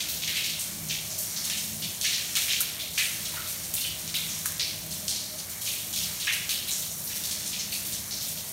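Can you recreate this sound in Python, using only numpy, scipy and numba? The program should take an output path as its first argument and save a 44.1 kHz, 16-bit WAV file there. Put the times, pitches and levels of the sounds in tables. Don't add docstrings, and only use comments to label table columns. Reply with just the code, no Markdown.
import sys
import numpy as np
from scipy import signal
from scipy.fft import rfft, irfft
from scipy.io import wavfile
from scipy.ndimage import map_coordinates
from numba import njit

SR = 44100
rng = np.random.default_rng(int(sys.argv[2]) if len(sys.argv) > 2 else 0)


def amplitude_ratio(level_db):
    exponent = np.asarray(level_db, float) / 20
    return 10 ** exponent


def wrap_up_sound(samples):
    columns = np.atleast_2d(samples).T
    tamed = np.clip(columns, -1, 1)
    steps = np.round(tamed * 32767).astype(np.int16)
    wavfile.write(sys.argv[1], SR, steps)


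N = 375732


def level(x, db):
    return x * amplitude_ratio(db) / np.sqrt(np.mean(x ** 2))


def band(x, hz, width_hz):
    return signal.lfilter(*signal.iirpeak(hz, hz / width_hz, fs=SR), x)


def highpass(x, order, hz):
    return signal.sosfilt(signal.butter(order, hz, "high", fs=SR, output="sos"), x)


def curve(table):
    s, *columns = np.transpose(table)
    return [np.interp(np.arange(N) / SR, s, c) for c in columns]


def wander(count):
    return np.interp(np.arange(N), np.linspace(0, N, count), rng.standard_normal(count))


def exponential_luck(uniform, limit):
    return np.minimum(-np.log(1 - uniform), limit)


@njit
def bubbles(length, start, hz, cycles, size, glide):
    out = np.zeros(length + 4096)
    for k in range(len(start)):
        i = int(start[k])
        if i < 0 or i >= length or size[k] < 3e-5:
            continue
        step = hz[k] / SR
        life = min(int(2 * cycles[k] / step) + 2, 4000)
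        turn = np.exp(2j * np.pi * step - 3 * step / cycles[k])
        rise = np.exp(2j * np.pi * step * glide / life)
        z = size[k] * np.exp(2j * np.pi * step * (i + 1 - start[k]))
        for j in range(life):
            out[i + 1 + j] += z.imag * min(1., (j + 1) * step)
            z *= turn
            turn *= rise
    return out[:length]


def ring(s, hz, cycles, db, glide):
    hz = np.clip(hz, 500, .4 * SR).ravel()
    return bubbles(N, SR * s.ravel(), hz, cycles * np.ones(hz.size), amplitude_ratio(db).ravel(), glide)


# start in seconds, rise in dB, length in seconds.
DRAIN_SWELLS = [
    (1.092, 14, 0.16),
    (2.79, 14, 0.089),
    (3.2, 7, .45),
    (4.7, 10, 0.5),
    (5.3, 14, 0.08),
    (7.798, 7, 0.14),
]


def drain_pipe():
    s, rise_db, length = np.transpose(DRAIN_SWELLS)[:, :, None]
    part = np.clip((np.arange(N) / SR - s) / length, 0, 1)
    swell_db = (rise_db * np.sqrt(np.abs(np.sin(np.pi * part)))).sum(axis=0)
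    hum = band(rng.standard_normal(N), 620.5, 16)
    return level(hum, -10.0) * amplitude_ratio(-54 + swell_db)


# frequency in Hz, width in Hz, level in dB.
ROOM_MODES = [(68, 8.4, -64), (95.4, 45, -52.5), (102, 38, -62.5), (134, 13, -93), (158.1, 7.5, -53),
              (180, 9.4, -65), (196.5, 23, -56), (214.5, 4.9, -60.5), (269.3, 20, -68.5),
              (294.5, 12, -65.5), (321.6, 18.4, -62)]
# time in seconds, level in dB.
DRUM = [(0.0, -47.5), (0.55, -49.5), (0.62, -53), (0.78, -46), (1.07, -51), (1.9, -45.5), (1.92, -51),
        (5.1, -49), (5.6, -54), (6.05, -46.5), (6.19, -52.5), (6.57, -49.5), (8.16, -49), (8.52, -54.5)]


def room_modes():
    weight_db, = curve(DRUM)
    weight_db = weight_db - weight_db.mean()
    low = amplitude_ratio(weight_db + 1.0 * wander(count=24))
    high = amplitude_ratio(weight_db + 1.0 * wander(count=24))
    out = np.zeros(N)
    for hz, width_hz, db in ROOM_MODES:
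        noise = rng.standard_normal(N)
        mode = band(band(noise, hz, width_hz), hz, 2 * width_hz)
        out += (low if hz < 125 else high) * level(mode, db)
    return out


# frequency in Hz, density in dB per Hz.
RUMBLE = [(15, -54), (25, -2.5), (80, -6.5), (167, -2), (207, -5.5), (256, -3.5), (323, -27.5), (366, -6.5),
          (505, -8), (615, -5), (819, -8.5), (1710, -10.5), (1800, -10), (2340, -6.5), (3960, -120)]


def floor_drumming():
    hz, db = np.transpose(RUMBLE)
    f = np.arange(N // 2 + 1) * SR / N + 1
    colour = amplitude_ratio(np.interp(np.log(f), np.log(hz), db))
    broad = irfft(rfft(rng.standard_normal(N)) * colour, N)
    patter = highpass(broad, 2, 750)
    flow, coarse = curve(FLOW)
    uneven_db = 0.27 * (flow - flow.mean() + 2 * coarse) + 3.0 * wander(count=50)
    broad = broad + patter * (amplitude_ratio(uneven_db - 4.0) - 1)
    return level(broad, -49.5)


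# time in seconds, flow in dB, coarseness of the drops in dB.
FLOW = [(0.0, -30, 7), (0.38, -36, 3.5), (0.76, -33, 4), (1.47, -30, 4), (1.87, -31.5, 2.5), (2.49, -29, 6),
        (2.75, -33.5, 4), (2.92, -33, 2), (3.13, -29, 4.5), (3.92, -34, 5), (4.39, -30.5, 4.5),
        (4.77, -32.5, 3.5), (5.62, -33, 2.5), (5.74, -29, 0), (6.36, -31.5, 6.5), (6.9, -31.5, 2),
        (7.43, -31.5, 5), (8.52, -32.5, 3)]
JET_HZ = [1200, 2900, 5800, 12000]


def jets(count=170000):
    when, pitch, size = rng.random((3, count))
    octave = np.log2(1000) + 4.0 * pitch ** .75
    flow, coarse = (c - c.mean() for c in curve(FLOW))
    sample = (when * N).astype(int)

    def layer(mean_db, per_coarse):
        layer_db = mean_db + per_coarse * coarse + flow - wander(count=40)
        return layer_db[sample]

    splash, spray, mist = layer(-40, 2.2), layer(-28, 1), layer(-24.5, -.4)
    rows = np.array([splash - 10, splash - 3, spray - 3, mist - 2.5])
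    place = np.interp(octave, np.log2(JET_HZ), np.arange(4))
    db = map_coordinates(rows, [place, np.arange(count)], order=1)
    luck_db = 2.67 * exponential_luck(size, 5.0)
    return ring(when * N / SR, 2 ** octave, 4.7, db - 6.5 + luck_db, 0.096)


def spits(table, mist_db, spread, cycles, glide, count):
    s, db, hz, t60 = np.transpose(table)[:, :, None]
    when, pitch, other, size = rng.random((len(table), 4, count)).transpose(1, 0, 2)
    when = .4 * when ** 1.3
    opening_db = 20 * np.log10(np.minimum(.5 + when / 0.033, 1))
    fade_db = -60 * when / np.clip(t60, .03, 3) + opening_db
    size_db = db + fade_db + 2.7 * exponential_luck(size, 4.5) + 3.5
    bubble_hz = hz * 2 ** (3.04 * spread * (pitch + other - 1))
    ring_db = -10 * np.log10(cycles * count / bubble_hz)
    cloud = ring(s + when, bubble_hz, cycles, size_db + ring_db + 4.5, glide)
    mist = ring(s + 0.000698 + when, 8000 * 2.1 ** pitch, 2.82, size_db + mist_db + 8.5, 0.43)
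    return cloud + mist


# start in seconds, level in dB, pitch in Hz, t60 in seconds.
GURGLES = [(.275, -40.5, 2570, .98), (.357, -36.5, 2910, 0.91), (.897, -41, 3020, 0.52),
           (1.499, -40, 2720, 0.72), (1.82, -40, 3400, 0.47), (2.042, -34.5, 2660, 0.85),
           (2.353, -34.5, 2680, 0.55), (2.977, -30, 2650, 0.58), (4.597, -42, 2960, 1),
           (4.141, -36, 3330, .77), (4.456, -35, 1610, 0.047), (5.66, -37.5, 3320, 0.88),
           (6.27, -30, 2550, 0.48), (6.492, -35, 3730, 0.89), (7.1, -48.5, 2370, 0.91)]
# start in seconds, level in dB, pitch in Hz, t60 in seconds.
POCKETS = [(2.366, -37.5, 1265, 0.051), (2.604, -40, 1440, 0.076), (3.335, -45, 940, 0.073),
           (3.35, -48, 1920, 0.36), (3.36, -44.5, 1415, .4), (3.43, -50, 1340, .22),
           (2.795, -41, 3650, 0.54), (3.845, -35, 3040, 0.35), (3.905, -46, 3180, 0.37),
           (4.141, -34.5, 3630, .5), (4.52, -39.5, 1970, 0.048), (6.68, -41, 3970, 0.53),
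           (7.722, -42.5, 2530, 0.38), (7.722, -36, 4240, 0.28)]


def gurgles_and_pockets():
    ringing = dict(mist_db=-40, cycles=15.0, glide=.05, count=700)
    gurgles = spits(GURGLES, spread=0.239, **ringing)
    return gurgles + spits(POCKETS, spread=.055, **ringing)


# start in seconds, level in dB, bubble pitch in Hz, t60 in seconds.
COARSE_SPITS = [(.003, -33, 4260, 0.29), (.221, -34.5, 4160, 0.48), (.897, -33, 4060, 0.64),
                (1.499, -36, 4350, 0.67), (1.82, -37, 4950, 0.73), (2.042, -31, 4900, .99),
                (2.48, -33, 3570, 0.6), (2.507, -31, 3900, .99), (3.253, -34, 4840, 0.25),
                (3.765, -39, 4020, 0.98), (4.076, -38.5, 4730, 0.29), (5.08, -31, 6170, 0.7),
                (5.381, -38, 6000, 0.26), (5.651, -35.5, 6300, .99), (6.028, -34, 5050, 0.34),
                (7.099, -40, 4800, 0.48), (7.309, -34, 6200, 0.38), (7.457, -36.5, 6770, 0.76),
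                (7.529, -37.5, 4020, 0.82), (7.923, -33.5, 6250, .37)]
# start in seconds, level in dB, bubble pitch in Hz, t60 in seconds.
MIXED_SPITS = [(.085, -37, 4950, .99), (.275, -34, 4100, 1), (.355, -34.5, 4250, 0.99),
               (.439, -34, 4380, 1), (.591, -38, 7700, 1), (1.045, -44, 6300, 0.46),
               (1.179, -35.5, 7900, 0.64), (1.441, -34, 6000, 0.6), (1.57, -37, 6200, 0.99),
               (2.012, -33.5, 5600, 0.92), (2.353, -28.5, 5000, 0.47), (2.792, -38.5, 4170, 0.67),
               (2.934, -40.5, 6400, .96), (2.977, -29.5, 6000, 0.56), (3.628, -41.5, 7400, .55),
               (3.805, -37, 5000, 0.84), (4.908, -38.5, 6100, 0.73), (5.928, -36, 5900, .96),
               (5.959, -34.5, 4540, 0.77), (6.2, -37, 5000, .99), (6.708, -47, 8500, 1),
               (6.82, -45, 5030, 0.41), (7.237, -35, 6000, 0.79), (8.209, -38.5, 5500, .99),
               (8.371, -41, 5000, 0.33)]
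# start in seconds, level in dB, bubble pitch in Hz, t60 in seconds.
FINE_SPITS = [(2.408, -39.5, 11700, 0.87), (2.605, -45, 7460, 0.46), (3.331, -43.5, 3560, 0.83),
              (3.474, -40, 7870, .99), (3.738, -36.5, 12500, 1), (3.985, -45, 8500, .55),
              (4.141, -39.5, 6600, .99), (4.456, -32, 13100, .07), (4.457, -35, 6630, 0.23),
              (5.495, -42, 7120, 0.35), (5.612, -39, 6000, 0.48), (6.322, -36, 6100, .39),
              (6.492, -36, 5760, 0.49), (6.674, -39.5, 4330, 0.85), (7.152, -39.5, 6240, 0.51),
              (7.72, -38.5, 6400, 0.82), (7.85, -40, 6150, 0.41), (6.78, -43, 10900, 0.93),
              (6.98, -45, 12000, 0.53), (8.28, -40.5, 9000, 0.34), (8.477, -46, 9500, 0.38)]
# start in seconds, level in dB, bubble pitch in Hz, t60 in seconds.
TIGHT_SPITS = [(.085, -39, 13000, 1), (.591, -39, 9000, .6), (.885, -36.5, 5940, 0.29),
               (1.103, -39, 6200, 0.62), (1.179, -39, 13000, .6), (1.31, -41, 6700, .4),
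               (1.441, -45, 8800, .5), (2.53, -40, 6300, .4), (2.605, -23.5, 11800, 0.1),
               (3.02, -38.5, 8800, 0.68), (7.04, -39, 12200, 0.71), (7.07, -42, 5240, 0.45),
               (7.865, -39, 14500, .4), (8.225, -40, 15000, .4), (1.25, -50, 6100, .51),
               (1.361, -34.5, 5100, 0.5), (2.13, -30, 4520, 0.39), (3.44, -43, 4340, 0.45),
               (4.29, -39, 6200, 1), (4.595, -31, 4640, 0.71), (5.15, -38, 4700, 0.94),
               (6.2, -47, 3840, 0.8), (6.27, -35.5, 2620, 0.97), (6.708, -33.5, 6600, 0.82),
               (6.82, -42, 4100, .4), (6.905, -39.5, 6670, 0.33), (7.589, -35, 5400, .36),
               (8.109, -36.5, 5100, .97)]


def air_spits():
    free = dict(cycles=9.0, glide=.12, count=1200)
    coarse = spits(COARSE_SPITS, mist_db=-12, spread=0.353, **free)
    mixed = spits(MIXED_SPITS, mist_db=-3, spread=0.356, **free)
    fine = spits(FINE_SPITS, mist_db=4.6, spread=.38, **free)
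    tight = spits(TIGHT_SPITS, mist_db=-17.5, spread=0.15, **free)
    return coarse + mixed + fine + tight


# start in # seconds,
# level in dB, pitch in Hz.
CRACKS = [(1.3751, -21.2, 5500.0), (1.4994, -16.0, 5400.0), (2.0128, -17, 5900.0), (2.3542, -16.7, 6000.0),
          (2.3695, -18, 12000), (2.415, -21, 11000), (2.6065, -16.2, 10100.0), (2.6119, -17.4, 9900.0),
          (2.6177, -17.9, 10100.0), (2.9773, -17.4, 3000), (3.7394, -17, 12000.0), (3.743, -20.2, 11500.0),
          (3.7524, -17, 12300.0), (3.7663, -23, 4300), (4.0772, -23.9, 6300.0), (4.1417, -18.5, 4500.0),
          (4.145, -19.4, 3700.0), (4.459, -19, 11500.0), (4.521, -24, 9000), (4.5965, -16, 4800.0),
          (4.5994, -16.6, 4400.0), (4.6078, -17.5, 5300.0), (5.0811, -15.4, 7200.0),
          (5.0836, -18.9, 7300.0), (5.0938, -18.7, 6800.0), (6.2699, -21, 4500), (6.2736, -18.2, 3100.0),
          (6.4928, -18, 5300.0), (6.4957, -18.1, 4600.0), (8.1096, -25, 6300.0)]


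def film_cracks(count=4):
    s, db, hz = np.transpose(CRACKS)[:, :, None]
    order = (np.arange(count) + rng.random((len(CRACKS), count))) / count
    when = s + 5e-4 * order
    short_db = 3.5 * np.log2(hz / 5000)
    snap_db = db + short_db + 13.5 + 0 * when
    return ring(when, hz * 2 ** (.5 - order), 1.47, snap_db, .05)


def tiles(x, count=48):
    t60_s, top_hz, tail_db = .55, 7140, -8
    t = np.arange(SR // 2) / SR
    out = np.zeros(N + SR)
    for part in np.array_split(np.arange(N), count):
        noise = rng.standard_normal(len(t)) * np.minimum(t / 0.0018, 1)
        dull = signal.lfilter(*signal.butter(1, top_hz, fs=SR), noise)
        bright = noise - dull
        tail = dull * amplitude_ratio(-60 * t / t60_s) + bright * amplitude_ratio(-120 * t / t60_s)
        tail = tail / np.linalg.norm(tail)
        out[part[0]:part[-1] + len(t)] += signal.fftconvolve(x[part], tail)
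    return out[:N] * amplitude_ratio(tail_db)


def scene():
    background = floor_drumming() + room_modes() + drain_pipe()
    spray = jets() + air_spits() + film_cracks()
    water = highpass(spray, 3, 1700) + gurgles_and_pockets()
    return np.tile(water + tiles(water) + background, (2, 1))


def top_cut(x):
    return signal.sosfilt(signal.butter(12, 15830, fs=SR, output="sos"), x)


# frequency in Hz, width in Hz, depth from 0 to 1.
DIPS = [
    (4900, 450, .45),
    (7600, 900, .3),
    (10400, 800, .45),
]


def record(dry):
    for hz, width_hz, depth in DIPS:
        dry = dry - depth * band(dry, hz, width_hz)
    dry = highpass(dry, 4, 42)
    dry = signal.sosfilt(signal.ellip(12, .3, 45, 15780, fs=SR, output="sos"), dry)
    return top_cut(dry)


dry = scene()
out = record(dry)
wrap_up_sound(out)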